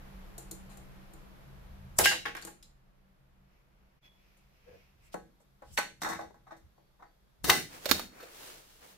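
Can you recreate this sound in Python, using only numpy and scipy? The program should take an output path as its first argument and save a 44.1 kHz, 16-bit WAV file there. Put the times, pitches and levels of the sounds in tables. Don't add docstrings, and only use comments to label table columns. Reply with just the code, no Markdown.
import sys
import numpy as np
from scipy import signal
from scipy.fft import rfft, irfft, next_fast_len
from scipy.io import wavfile
from scipy.ndimage import uniform_filter1d

SR = 44100
rng = np.random.default_rng(int(sys.argv[2]) if len(sys.argv) > 2 else 0)


def bounce(signal):
    frames = np.transpose(np.atleast_2d(signal))
    limited = np.clip(frames, -1, 1)
    pcm = np.round(limited * 32767).astype(np.int16)
    wavfile.write(sys.argv[1], SR, pcm)


N = 395577
TIME = np.arange(N) / SR


def from_db(db):
    return 10 ** (np.asarray(db) / 20)


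def rms_one(x):
    return x / np.sqrt(np.mean(x ** 2) + 1e-20)


def unit_energy(x):
    return x / np.sqrt(np.sum(x ** 2, axis=-1, keepdims=True) + 1e-20)


def at_hz(points, hz):
    known_hz, values = np.transpose(points)
    return np.interp(np.log(np.maximum(hz, 1)), np.log(known_hz), values)


def in_time(rows):
    s, *columns = np.transpose(rows)
    return [np.interp(TIME, s, column) for column in columns]


def swells(rows):
    power = 0
    for middle_s, length_s, db in rows:
        distance = 2 * (TIME - middle_s) / length_s
        power = power + from_db(2 * db) * np.exp(-np.minimum(distance ** 2, 60))
    return np.sqrt(power)


# [f/Hz, correlation from -1 to 1]
LEFT_RIGHT_LIKENESS = [(30, 0.97), (60, 0.91), (125, 0.5), (250, 0.6), (700, -0.18), (3000, 0.014),
                       (16000, -0.36)]


def stereo_spectrum(size):
    hz = np.fft.rfftfreq(size, 1 / SR)
    mid, side = rfft(rng.standard_normal((2, size)))
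    alike = np.clip(at_hz(LEFT_RIGHT_LIKENESS, hz), -.99, .99)
    return hz, np.sqrt(1 + alike) * mid + np.sqrt(1 - alike) * side * [[1], [-1]]


def noise(gain_at):
    hz, white = stereo_spectrum(next_fast_len(N, real=True))
    return rms_one(irfft(white * gain_at(hz))[:, :N])


def noise_through(points):
    return noise(lambda hz: from_db(at_hz(points, hz)))


def coloured(x, points):
    cepstrum = irfft(np.log(from_db(at_hz(points, np.fft.rfftfreq(len(x), 1 / SR)))))
    cepstrum[1:len(x) // 2] *= 2
    cepstrum[len(x) // 2 + 1:] = 0
    return irfft(rfft(x) * np.exp(rfft(cepstrum)))


def evened(x, width_hz=260):
    hz = np.fft.rfftfreq(len(x), 1 / SR)
    power = uniform_filter1d(np.abs(rfft(x)) ** 2, size=int(width_hz / hz[1]) + 1)
    return unit_energy(coloured(x, np.c_[hz, -10 * np.log10(power + 1e-9)][1:]))


def resonance_power(resonances, hz):
    return sum(from_db(2 * db) / (1 + (2 * (hz - centre) / width) ** 2) for centre, width, db in resonances)


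def with_resonances(body, resonances, boost_db):
    hz = np.geomspace(30, 17000, 1500)
    peaks = from_db(2 * boost_db) * resonance_power(resonances, hz)
    return np.c_[hz, at_hz(body, hz) + 10 * np.log10(1 + peaks)]


FLUTTER_S, FLUTTER_DB = .014, 1.8


def flutter(size):
    steps = TIME[:size] / FLUTTER_S
    points = rng.standard_normal((2, int(steps[-1]) + 2))
    return from_db(FLUTTER_DB * np.array([np.interp(steps, np.arange(len(p)), p) for p in points]))


# [f/Hz, time/s]
ROOM_T60 = [(150, 0.67), (400, 0.33), (1000, 0.14), (2800, 0.31), (7000, 0.32), (15000, 0.24)]


def room_response(build_s, size=18000):
    hz, white = stereo_spectrum(size)
    t, tail = TIME[:size], 0
    for k, (_, t60) in enumerate(ROOM_T60):
        share = at_hz([(row[0], float(j == k)) for j, row in enumerate(ROOM_T60)], hz)
        tail = tail + irfft(white * share) * from_db(-60 * t / t60)
    return unit_energy(tail * (1 - np.exp(-t / build_s)))


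# [f/Hz, relative level/dB per Hz]
AIR_COLOUR = [(15, -16), (27, 0), (40, -0.5), (60, -3.5), (90, -20.5), (130, -10.5), (280, -21.5),
              (600, -20), (1500, -25.5), (2500, -30.5), (5000, -38), (9000, -45.5), (12500, -36.5),
              (16000, -49.5)]
# [t/s, level/dB]
AIR_LEVEL = [(0, -51), (1.98, -55), (2.15, -59), (2.8, -66), (4.0, -66), (5.0, -67), (7.4, -67.5),
             (8.97, -67.5)]
# [f/Hz, width/Hz, level/dB re rumble and hiss, before HUM_LEVEL]
HUM_BANDS = [(26.1, 4.5, -9.5), (64.94, 3.9, -14), (135, 6.9, -7.5), (191, 5.54, -8), (326, 10, -26)]
# [t/s, level change/dB]
HUM_LEVEL = [(0, -0.5), (.6, 4.5), (2.0, 0.5), (3.5, -0.5), (4.6, -3), (6.0, -0.5), (7.3, -2), (8.97, -1.5)]
DROPOUT_S, DROPOUT_LENGTH_S = 4.005, 0.025
LATE_HISS_DB, LATE_HISS_ABOVE_HZ = -80.5, 3200


def background():
    air = noise_through(AIR_COLOUR)
    hum = sum(from_db(db) * noise(lambda hz: 1 / (1 + (2 * (hz - centre) / width) ** 2))
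              for centre, width, db in HUM_BANDS)
    bright = noise(lambda hz: from_db(at_hz(AIR_COLOUR, hz)) * (hz > LATE_HISS_ABOVE_HZ))
    late_hiss = from_db(LATE_HISS_DB) * (TIME > DROPOUT_S) * bright
    air_and_hum = air + from_db(in_time(HUM_LEVEL)[0]) * hum
    steady = from_db(in_time(AIR_LEVEL)[0]) * air_and_hum + late_hiss
    return steady * (1 - swells([(DROPOUT_S, DROPOUT_LENGTH_S, 0)]))


# [middle t/s, length/s, level/dB]
TABLE_LOADS = [(1.8, 0.35, -54.5), (2.015, 0.045, -38), (4.76, 0.13, -65.5), (5.03, 0.21, -66.5),
               (5.725, 0.079, -51.5), (6.17, 0.33, -62.5), (6.66, 0.066, -61.5), (7.49, 0.079, -42.5),
               (7.93, 0.077, -51)]
# [f/Hz, relative level/dB per Hz]
LEANING_COLOUR = [(15, -22.5), (35, -14), (58, -2), (80, 2.5), (120, -7.5), (200, -22.5), (500, -59)]


def leaning():
    return swells(TABLE_LOADS) * noise_through(LEANING_COLOUR)


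# [middle t/s, length/s, rub level/dB, hiss over rub/dB]
CLOTH_STROKES = [(7.75, 0.073, -51.5, 0.5), (7.937, 0.14, -44, 3), (8.224, 0.15, -54, -4),
                 (8.456, 0.22, -53, 4), (8.736, 0.21, -65.5, 5.5), (8.842, 0.042, -57, -2),
                 (8.896, 0.099, -61, 3.5)]
# [f/Hz, relative level/dB per Hz]
RUSTLE_COLOUR = [(88, -21), (150, -19), (286, -8), (334, -6), (504, -5), (923, -9), (1170, -9.5),
                 (1360, -9), (8730, -16.5), (12900, -17.5), (16000, -15.5)]


def rustle(grain_db, split_hz):
    rub_level = swells([(s, length, db) for s, length, db, _ in CLOTH_STROKES])
    hiss_level = swells([(s, length, db + hiss_db) for s, length, db, hiss_db in CLOTH_STROKES])
    threads = from_db(grain_db * rms_one(uniform_filter1d(rng.standard_normal(N), size=120)))
    rub = noise(lambda hz: from_db(at_hz(RUSTLE_COLOUR, hz)) * (hz < split_hz))
    hiss = noise(lambda hz: from_db(at_hz(RUSTLE_COLOUR, hz)) * (hz >= split_hz))
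    return (rub_level * rub + hiss_level * hiss) * threads


# [middle t/s, length/s, level/dB]
FINGER_RUBS = [(3.55, .12, -76), (3.83, 0.32, -82), (4.06, 0.037, -63.5), (4.3, 0.29, -72),
               (4.56, 0.072, -73.5), (4.76, 0.24, -67), (5.06, 0.084, -68)]
# [f/Hz, relative level/dB per Hz]
FINGERS_COLOUR = [(100, -6), (600, -3), (1400, -6.5), (2500, 4.5), (3600, -9.5), (5500, -7), (9000, -27),
                  (13000, -12), (16000, -20)]


def fingers():
    return swells(FINGER_RUBS) * noise_through(FINGERS_COLOUR)


# [middle t/s, length/s, level/dB]
CREAKS = [(4.686, 0.021, -53), (4.737, 0.06, -56), (4.803, 0.022, -65)]
# [f/Hz, width/Hz, relative level/dB]
CREAK_RESONANCES = [(490, 34, 2), (569, 54, -22), (675, 65, -12.5), (1670, 110, -18.5)]


def creaks():
    return swells(CREAKS) * noise(lambda hz: np.sqrt(resonance_power(CREAK_RESONANCES, hz)))


# [middle t/s, length/s, level/dB]
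BRIGHT_SWELLS = [(2.05, 0.015, -21.5), (5.134, 0.015, -55), (5.72, 0.1, -65), (5.774, 0.0048, -42),
                 (6.014, 0.0081, -58)]
# [f/Hz, relative level/dB per Hz]
BRIGHT_COLOUR = [(100, -18.5), (700, -4), (2300, -2.5), (2900, 5), (4000, 0), (5200, 3.5), (6400, -3),
                 (8000, -0.5), (11000, -5), (16000, -9)]
# [middle t/s, length/s, level/dB]
THIN_SWELLS = [(1.976, 0.014, -51), (1.9885, 0.0041, -15), (5.06, 0.045, -70), (5.42, 0.022, -75),
               (5.745, 0.03, -54), (7.44, 0.0053, -48)]
# [f/Hz, relative level/dB per Hz]
THIN_COLOUR = [(300, -24.5), (3000, -22), (4700, -13.5), (5600, -2), (6600, -4), (7600, 4), (8800, -2),
               (10300, -3.5), (13000, -6), (16000, -11)]


def hiss_swells():
    bright = swells(BRIGHT_SWELLS) * noise_through(BRIGHT_COLOUR)
    thin = swells(THIN_SWELLS) * noise_through(THIN_COLOUR)
    return bright + thin


# [start t/s, f/Hz, level/dB before direct_db and room_db, time to fall 60 dB/s]
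FAINT_RINGS = [(2.367, 5300, -45, .025), (2.423, 4550, -46, .04), (2.626, 5100, -51, .03),
               (4.027, 3397, -63, .42), (4.027, 3343, -65, .36), (4.03, 3445, -68, .3),
               (6.76, 4510, -81, .5), (6.85, 4470, -84, .35), (7.04, 4570, -81, .5),
               (7.859, 560, -21, .022), (7.86, 660, -25, .02)]


def lone_rings(rise_share, direct_db, room_db):
    out = np.zeros((1, N))
    for s, hz, db, t60 in FAINT_RINGS:
        t = TIME[:N - round(s * SR)]
        rise = 1 - np.exp(-t / (rise_share * t60))
        out[:, N - len(t):] += from_db(db - 60 * t / t60) * rise * np.sin(2 * np.pi * hz * t)
    echo = signal.oaconvolve(out, room_response(build_s=0.00094), axes=1)[:, :N]
    return from_db(direct_db) * out * flutter(N) + from_db(room_db) * echo


def near_response(scatter_db, scatter_s, size=1500):
    scatter = unit_energy(rng.standard_normal((2, size)) * np.exp(-TIME[:size] / scatter_s))
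    both = signal.unit_impulse(size) + from_db(scatter_db) * scatter
    return np.array([evened(side) for side in both])


def contact(scuff_s, size=8192):
    age = TIME[:size] / max(scuff_s, 1e-4)
    slips = rng.standard_normal(size) * from_db(2.0 * rng.standard_normal(size))
    slips = unit_energy(slips * (1 - np.exp(-age)) * np.exp(-age * 1.2))
    snap_share = np.exp(-scuff_s / 0.0021)
    return evened(np.sqrt(snap_share) * signal.unit_impulse(size) + np.sqrt(1 - snap_share) * slips)


THUMP_HZ, THUMP_TOP_OCTAVES = 886, 0.54
BASS_HZ, TREBLE_HZ = 264, 9700


def contact_colour(thump_db, hardness, click_db, thump_fall_db, click_rise_db):
    hz = np.geomspace(BASS_HZ, TREBLE_HZ, 24)
    octaves_off = np.log2(hz / THUMP_HZ) - hardness
    away = np.hypot(octaves_off, THUMP_TOP_OCTAVES) - THUMP_TOP_OCTAVES
    thump = from_db(thump_db - thump_fall_db * away)
    click = from_db(click_db + click_rise_db * np.log2(hz / TREBLE_HZ))
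    return list(zip(hz, 20 * np.log10(np.hypot(thump, click))))


RING_BUILD_S, RING_LATE_SHARE = .018, .55


def ringing(modes, size=18000):
    t = TIME[:size]
    build = 1 - RING_LATE_SHARE * np.exp(-t / RING_BUILD_S)
    rings = []
    for hz, db, t60 in modes:
        tone = np.sin(2 * np.pi * hz * t + rng.uniform(-1.5, 1, (2, 1)))
        rings.append(from_db(db - 60 * t / t60) * build * flutter(size) * tone)
    return np.array(rings)


# [f/Hz, relative level/dB, time to fall 60 dB/s]
ROOM_MODES = [(184, -46, .35), (330, -42, .32), (468, -46, .28), (742, -48, .22), (827, -43, .22),
              (1103, -47, .18)]
MODE_SPREAD_DB = 1.3


def knocks(contacts, body, modes, thump_fall_db, click_rise_db, ring_db, scatter_db, scatter_s, damping_s):
    out = np.zeros((2, N + SR))
    rings = np.concatenate([from_db(ring_db) * ringing(modes), ringing(ROOM_MODES)])
    for s, scuff_s, direct_db, pan_db, thump_db, hardness, click_db in contacts:
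        colour = contact_colour(thump_db, hardness, click_db, thump_fall_db, click_rise_db)
        blow = coloured(coloured(contact(scuff_s), colour), body)
        paths = room_response(build_s=.001)
        near = near_response(scatter_db, scatter_s)
        pan = rms_one(from_db([[pan_db / 2], [-pan_db / 2]]))
        paths[:, :near.shape[1]] += from_db(direct_db) * pan * near
        mode_gains = from_db(rng.normal(0, MODE_SPREAD_DB, len(rings)))
        ring = np.tensordot(mode_gains, rings, axes=1)
        strike = coloured(signal.unit_impulse(len(blow)), colour) / (1 + (scuff_s / damping_s) ** 2)
        heard_blow = signal.fftconvolve(blow[None], paths, axes=1)
        heard_ring = signal.fftconvolve(strike[None], ring, axes=1)
        sound = heard_blow + heard_ring
        at = round(s * SR)
        out[:, at:at + sound.shape[1]] += sound
    return out[:, :N]


# [t/s, scuff/s, direct over room/dB, left over right/dB,
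# thump level/dB, hardness/octaves, click level/dB]
SMALL_TICKS = [(0.38,0.0034,1,2,-7,-0.87,-18.5), (0.512,0.0031,2.5,2,-4,-1.5,-16.5),
               (0.69,0.026,-3,13,-11,0,-29), (0.772,0.0023,1,11,-13.5,-0.76,-30),
               (1.136,0.0016,1,3,-13,-1.3,-33), (2.367,0.001,0,3,-10,0.5,-27),
               (2.416,0.0023,0,8,-17,0.5,-29), (2.4235,0.0012,-1.5,10,-22,2.5,-30),
               (2.45,0.0017,2,6,-5.5,-1.5,-18.5), (2.471,0.002,-2,7,-13,0.04,-22),
               (2.627,0.0025,0.5,3,-26.5,2,-35.5), (4.37,0.0039,-0.5,3,-34,-0.5,-43.5)]
# [f/Hz, level/dB]
TICK_BODY = [(40, -43), (200, -36), (330, 0), (480, -5), (3000, -2.5), (4200, 2), (5000, -3), (6800, 5),
             (9000, -0.5), (10800, -2), (13000, -5), (14700, -9), (16000, -24)]
# [f/Hz, width/Hz, level/dB before boost_db]
TICK_RESONANCES = [(4200, 500, 8), (7200, 260, 11), (9150, 450, 11), (13000, 900, 10)]
# [f/Hz, level/dB, time to fall 60 dB/s]
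TICK_MODES = [(4250, -8, 0.13), (6260, -3, .18), (7117, 10, 0.15), (8312, -10, .12), (9400, -6, 0.18),
              (10360, -8, 0.24), (12660, -2, .2)]


def small_ticks():
    body = with_resonances(TICK_BODY, TICK_RESONANCES, boost_db=-2.5)
    return knocks(SMALL_TICKS, body, TICK_MODES, thump_fall_db=11.5, click_rise_db=7,
                  ring_db=-47, scatter_db=10.0, scatter_s=0.0017, damping_s=0.02)


# [t/s, scuff/s, direct over room/dB, left over right/dB,
# thump level/dB, hardness/octaves, click level/dB]
BLOCK_TUMBLE = [(1.988,0.0051,4.5,3,13.6,-0.6,-1), (1.995,0.0078,-5.5,-4,20.2,-0.54,5.5),
                (2.0577,0.00067,6.5,7,11,1.08,-5.5), (2.0595,0.014,-12,4,11,1.82,-17),
                (2.111,0.0089,-4.5,-9,12.9,0.24,-27)]
# [f/Hz, level/dB]
BLOCK_BODY = [(30, -19.5), (120, -6.5), (260, -8.5), (330, 2), (480, -3), (780, 1), (1250, -5.5), (1615, 1),
              (2150, 1), (2550, -2.5), (2900, 2.5), (3400, -1.5), (4000, 0.5), (5200, 1.5), (6200, 1),
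              (7400, 2), (12500, 1), (16000, -6)]
# [f/Hz, level/dB, time to fall 60 dB/s]
BLOCK_BLOW_MODES = [(828, -3, .2), (1613, 8, .19), (1720, -5, .2), (1845, -7, .2), (1960, -5, .2),
                    (2034, -3, .22), (2730, -5, .27), (2780, 0, .32), (2797, -4, .34), (2983, -4, .3),
                    (3921, -6, .45), (4581, -6, .2), (4856, -8, .24), (5430, -5, .3), (6740, -6, .28),
                    (7111, -1, .27), (8737, -6, .25)]


def block_tumble():
    return knocks(BLOCK_TUMBLE, BLOCK_BODY, BLOCK_BLOW_MODES, thump_fall_db=9.5, click_rise_db=5.5,
                  ring_db=-32.5, scatter_db=-2, scatter_s=.004, damping_s=.0018)


# [t/s, scuff/s, direct over room/dB, left over right/dB,
# thump level/dB, hardness/octaves, click level/dB]
FAR_BOUNCES = [(2.2545,0.0027,-2,5,4.5,0.54,-42), (2.259,0.0018,-3.5,3,5,0.46,-42),
               (2.278,0.0027,-4,2,-8,1,-45), (2.3505,0.0015,-0.5,-5,-2.5,0.35,-20),
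               (2.369,0.0042,-5,6,-3,0.5,-34), (2.423,0.0056,-5,10,-11,0.32,-36),
               (2.453,0.005,-1.5,-3,-12,-0.89,-45), (2.473,0.0041,-1,1,-6.5,-0.27,-38)]
# [f/Hz, level/dB]
BOUNCE_BODY = [(30, -19), (120, -7), (250, 7), (330, 6), (480, 0.5), (780, -2.5), (1250, -1.5), (1700, 3),
               (2300, 0.5), (3300, -0.5), (4500, -4), (6000, -2.5), (7400, -7), (12500, -3), (16000, -10)]


def far_bounces():
    return knocks(FAR_BOUNCES, BOUNCE_BODY, BLOCK_BLOW_MODES, thump_fall_db=10, click_rise_db=4,
                  ring_db=-51, scatter_db=8, scatter_s=0.0037, damping_s=0.0043)


# [t/s, scuff/s, direct over room/dB, left over right/dB,
# thump level/dB, hardness/octaves, click level/dB]
TABLE_TAPS = [(5.142,0.00043,3,1,1.5,-0.88,-18.5), (5.1438,0.00087,2.5,4,-0.5,-0.048,-20),
              (5.402,0.0035,0,2,-27,-0.69,-36.5), (5.621,0.0027,-2,3,-8.5,-0.29,-32.5),
              (5.7758,0.0025,1,-0.5,15,1.36,-1), (5.7855,0.0029,3.5,0,9,0.027,0)]
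# [f/Hz, level/dB]
TABLE_BODY = [(40, -34), (110, -6), (180, 4.5), (330, -2), (520, 5), (700, -2.5), (1050, 1), (1600, -4),
              (2000, -2), (2400, -8), (2950, -10), (3750, -14), (4350, -9.5), (4900, -16.5), (5800, -6),
              (6600, -5.5), (12500, -13), (16000, -17)]
# [f/Hz, level/dB, time to fall 60 dB/s]
TABLE_AND_FIGURINE_MODES = [(184, -1, 0.43), (326, 6, 0.33), (774, 0, .22), (985, 2, .22), (1286, 0, 0.22),
                            (1392, -1, .22), (1519, 6, 0.24), (1663, 1, .3), (1813, 2, .22),
                            (1954, 3, 0.24), (3685, -4, 0.3), (4280, -1, 0.3)]
# [f/Hz, width/Hz, level/dB before boost_db]
FIGURINE_RESONANCES = [(3740, 150, 11), (4350, 140, 13)]


def table_taps():
    body = with_resonances(TABLE_BODY, FIGURINE_RESONANCES, boost_db=-3.0)
    return knocks(TABLE_TAPS, body, TABLE_AND_FIGURINE_MODES, thump_fall_db=12.5, click_rise_db=3.5,
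                  ring_db=-51.5, scatter_db=10, scatter_s=0.0026, damping_s=0.0059)


# [t/s, scuff/s, direct over room/dB, left over right/dB,
# thump level/dB, hardness/octaves, click level/dB]
FIGURINE_ROCKING = [(6.018,0.0009,2.5,0,-0.5,0.87,-8.5), (6.022,0.001,0,-5,2,2,-10),
                    (6.0335,0.0012,0,-0.5,3,1.1,-4.5), (6.047,0.001,-4,-1,10.5,0.77,-8),
                    (6.06,0.0014,-6,1,8,0.4,-9.5), (6.074,0.0017,-8,14,2,0,-16),
                    (6.087,0.0009,-12,3,-1,0.5,-1), (6.096,0.00071,-19,5,7.5,0.5,-7),
                    (6.104,0.0016,8,9,-11,1,-28), (6.117,0.0017,-5,8,3.5,1,-16),
                    (6.133,0.0015,7.5,11,-5.5,0.63,-21), (6.148,0.0015,-8,11,2,1,-42),
                    (6.19,0.0013,-20,11,4.5,0,-19), (6.209,0.0035,-2,13,-8,1.36,-30),
                    (6.23,0.0023,-4.5,19,-7,-0.5,-30), (6.305,0.0039,8,11,-23,-0.7,-49),
                    (6.344,0.00093,-4.5,-3,-17.5,0,-35.5), (6.467,0.0066,-8,4,-9,0.3,-36),
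                    (6.508,0.0037,-6,5.5,-4,0.5,-36.5), (6.52,0.00094,0.5,17,-11.5,-0.5,-35),
                    (6.565,0.0045,-6,-2,-23,-2.5,-28), (6.78,0.0027,-2.5,5,-22,-0.64,-46),
                    (6.991,0.0078,-13.5,6,-14.5,0,-42.5), (7.023,0.003,-2.5,7,-9,0.23,-41)]
# [f/Hz, level/dB]
ROCKING_BODY = [(40, -24), (110, -8.5), (180, 6), (330, -2), (520, 1), (700, 5), (1050, 2), (1600, -6.5),
                (2000, -4.5), (2400, -14), (2750, -18), (3150, -20.5), (3750, -11.5), (4350, -16.5),
                (4800, -14.5), (5800, -4.5), (6600, -8.5), (8300, -8.5), (10300, -14.5), (12500, -10),
                (16000, -18)]


def figurine_rocking():
    body = with_resonances(ROCKING_BODY, FIGURINE_RESONANCES, boost_db=-2.5)
    return knocks(FIGURINE_ROCKING, body, TABLE_AND_FIGURINE_MODES, thump_fall_db=12.5, click_rise_db=0.5,
                  ring_db=-53, scatter_db=6, scatter_s=0.0039, damping_s=0.0043)


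# [t/s, scuff/s, direct over room/dB, left over right/dB,
# thump level/dB, hardness/octaves, click level/dB]
FIGURINE_FLICK = [(7.443,0.0041,-1,5,8.7,-1.7,-2), (7.464,0.048,-3,-1,13.3,-1.1,5),
                  (7.496,0.0018,1,10,12.4,0.24,3), (7.4995,0.00011,11.5,1.5,9.2,1.56,0),
                  (7.545,0.012,-12,8,2.6,1.3,-9)]
# [f/Hz, level/dB]
FLICK_BODY = [(30, -10), (130, -1), (300, 2.5), (420, 1.5), (560, 2), (1100, 7), (2000, 5), (2500, -4),
              (2850, 2), (3400, -3), (4350, -2.5), (5700, 3), (7500, -3.5), (9400, 0), (11300, -5),
              (12900, -0.5), (16000, -2.5)]
# [f/Hz, level/dB, time to fall 60 dB/s]
FIGURINE_MODES = [(3752, -2, .37), (3790, -7, .3), (4312, -3.5, .42), (4378, -3, .38), (5430, -13, .3),
                  (6250, -13, .29), (6770, -14, .3), (6920, -11, .3)]
# [f/Hz, level/dB, time to fall 60 dB/s]
BOX_MODES = [(607, 2, .24), (743, 5, .26), (828, 4, .24), (1055, 2, .2), (1520, 1, .24), (1608, 6, .28),
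             (1735, 1, .22), (1895, 0, .22), (2005, 4, .3), (2031, 6, .27), (2725, 0, .24), (2775, 1, .24),
             (2982, 0, .32), (4032, -3, .34), (5766, 3, .22), (6481, -1, .3)]


def figurine_flick():
    body = with_resonances(FLICK_BODY, FIGURINE_RESONANCES, boost_db=-2.0)
    modes = [*FIGURINE_MODES, *BOX_MODES]
    return knocks(FIGURINE_FLICK, body, modes, thump_fall_db=23.5, click_rise_db=1.0,
                  ring_db=-43.5, scatter_db=0, scatter_s=.004, damping_s=.009)


# [t/s, scuff/s, direct over room/dB, left over right/dB,
# thump level/dB, hardness/octaves, click level/dB]
FIGURINE_LANDING = [(7.857,0.0029,8.5,-16,-14.5,2,-13), (7.89,0.0067,0,-24,-11,-5,-3),
                    (7.9125,0.0017,11.5,-18,10,-2,0.5), (7.996,0.0006,6.5,-10,-8,0,-19),
                    (8.198,0.0079,-5,3,-14,0.5,-27), (8.228,0.0065,2,-2,-12,-1,-28.5)]
# [f/Hz, level/dB]
LANDING_BODY = [(30, -13), (130, -3.5), (230, 0.5), (360, 3), (520, 9.5), (1000, 3), (1300, 7.5),
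                (1700, 6.5), (2300, 4), (3100, 0.5), (4300, -2.5), (4850, -1.5), (5350, 4.5), (6250, -3),
                (6850, 3), (7800, -7), (9000, -2), (10300, -11), (12200, 1.5), (16000, -2)]


def figurine_landing():
    body = with_resonances(LANDING_BODY, FIGURINE_RESONANCES, boost_db=0.5)
    return knocks(FIGURINE_LANDING, body, FIGURINE_MODES, thump_fall_db=30.0, click_rise_db=0.5,
                  ring_db=-37, scatter_db=-1, scatter_s=.004, damping_s=.009)


def scene():
    rings = lone_rings(rise_share=0.033, direct_db=3.0, room_db=-3)
    handling = leaning() + rustle(grain_db=1.0, split_hz=2700) + fingers() + creaks()
    block = block_tumble() + far_bounces()
    figurine = table_taps() + figurine_rocking() + figurine_flick() + figurine_landing()
    return background() + handling + hiss_swells() + rings + small_ticks() + block + figurine


CUTOFF_HZ = 16600


def record(dry):
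    rounded = dry / (1 + (dry / .74) ** 4) ** .25
    return signal.sosfilt(signal.cheby2(14, 70, CUTOFF_HZ, fs=SR, output="sos"), rounded)


dry = scene()
out = record(dry)
bounce(out)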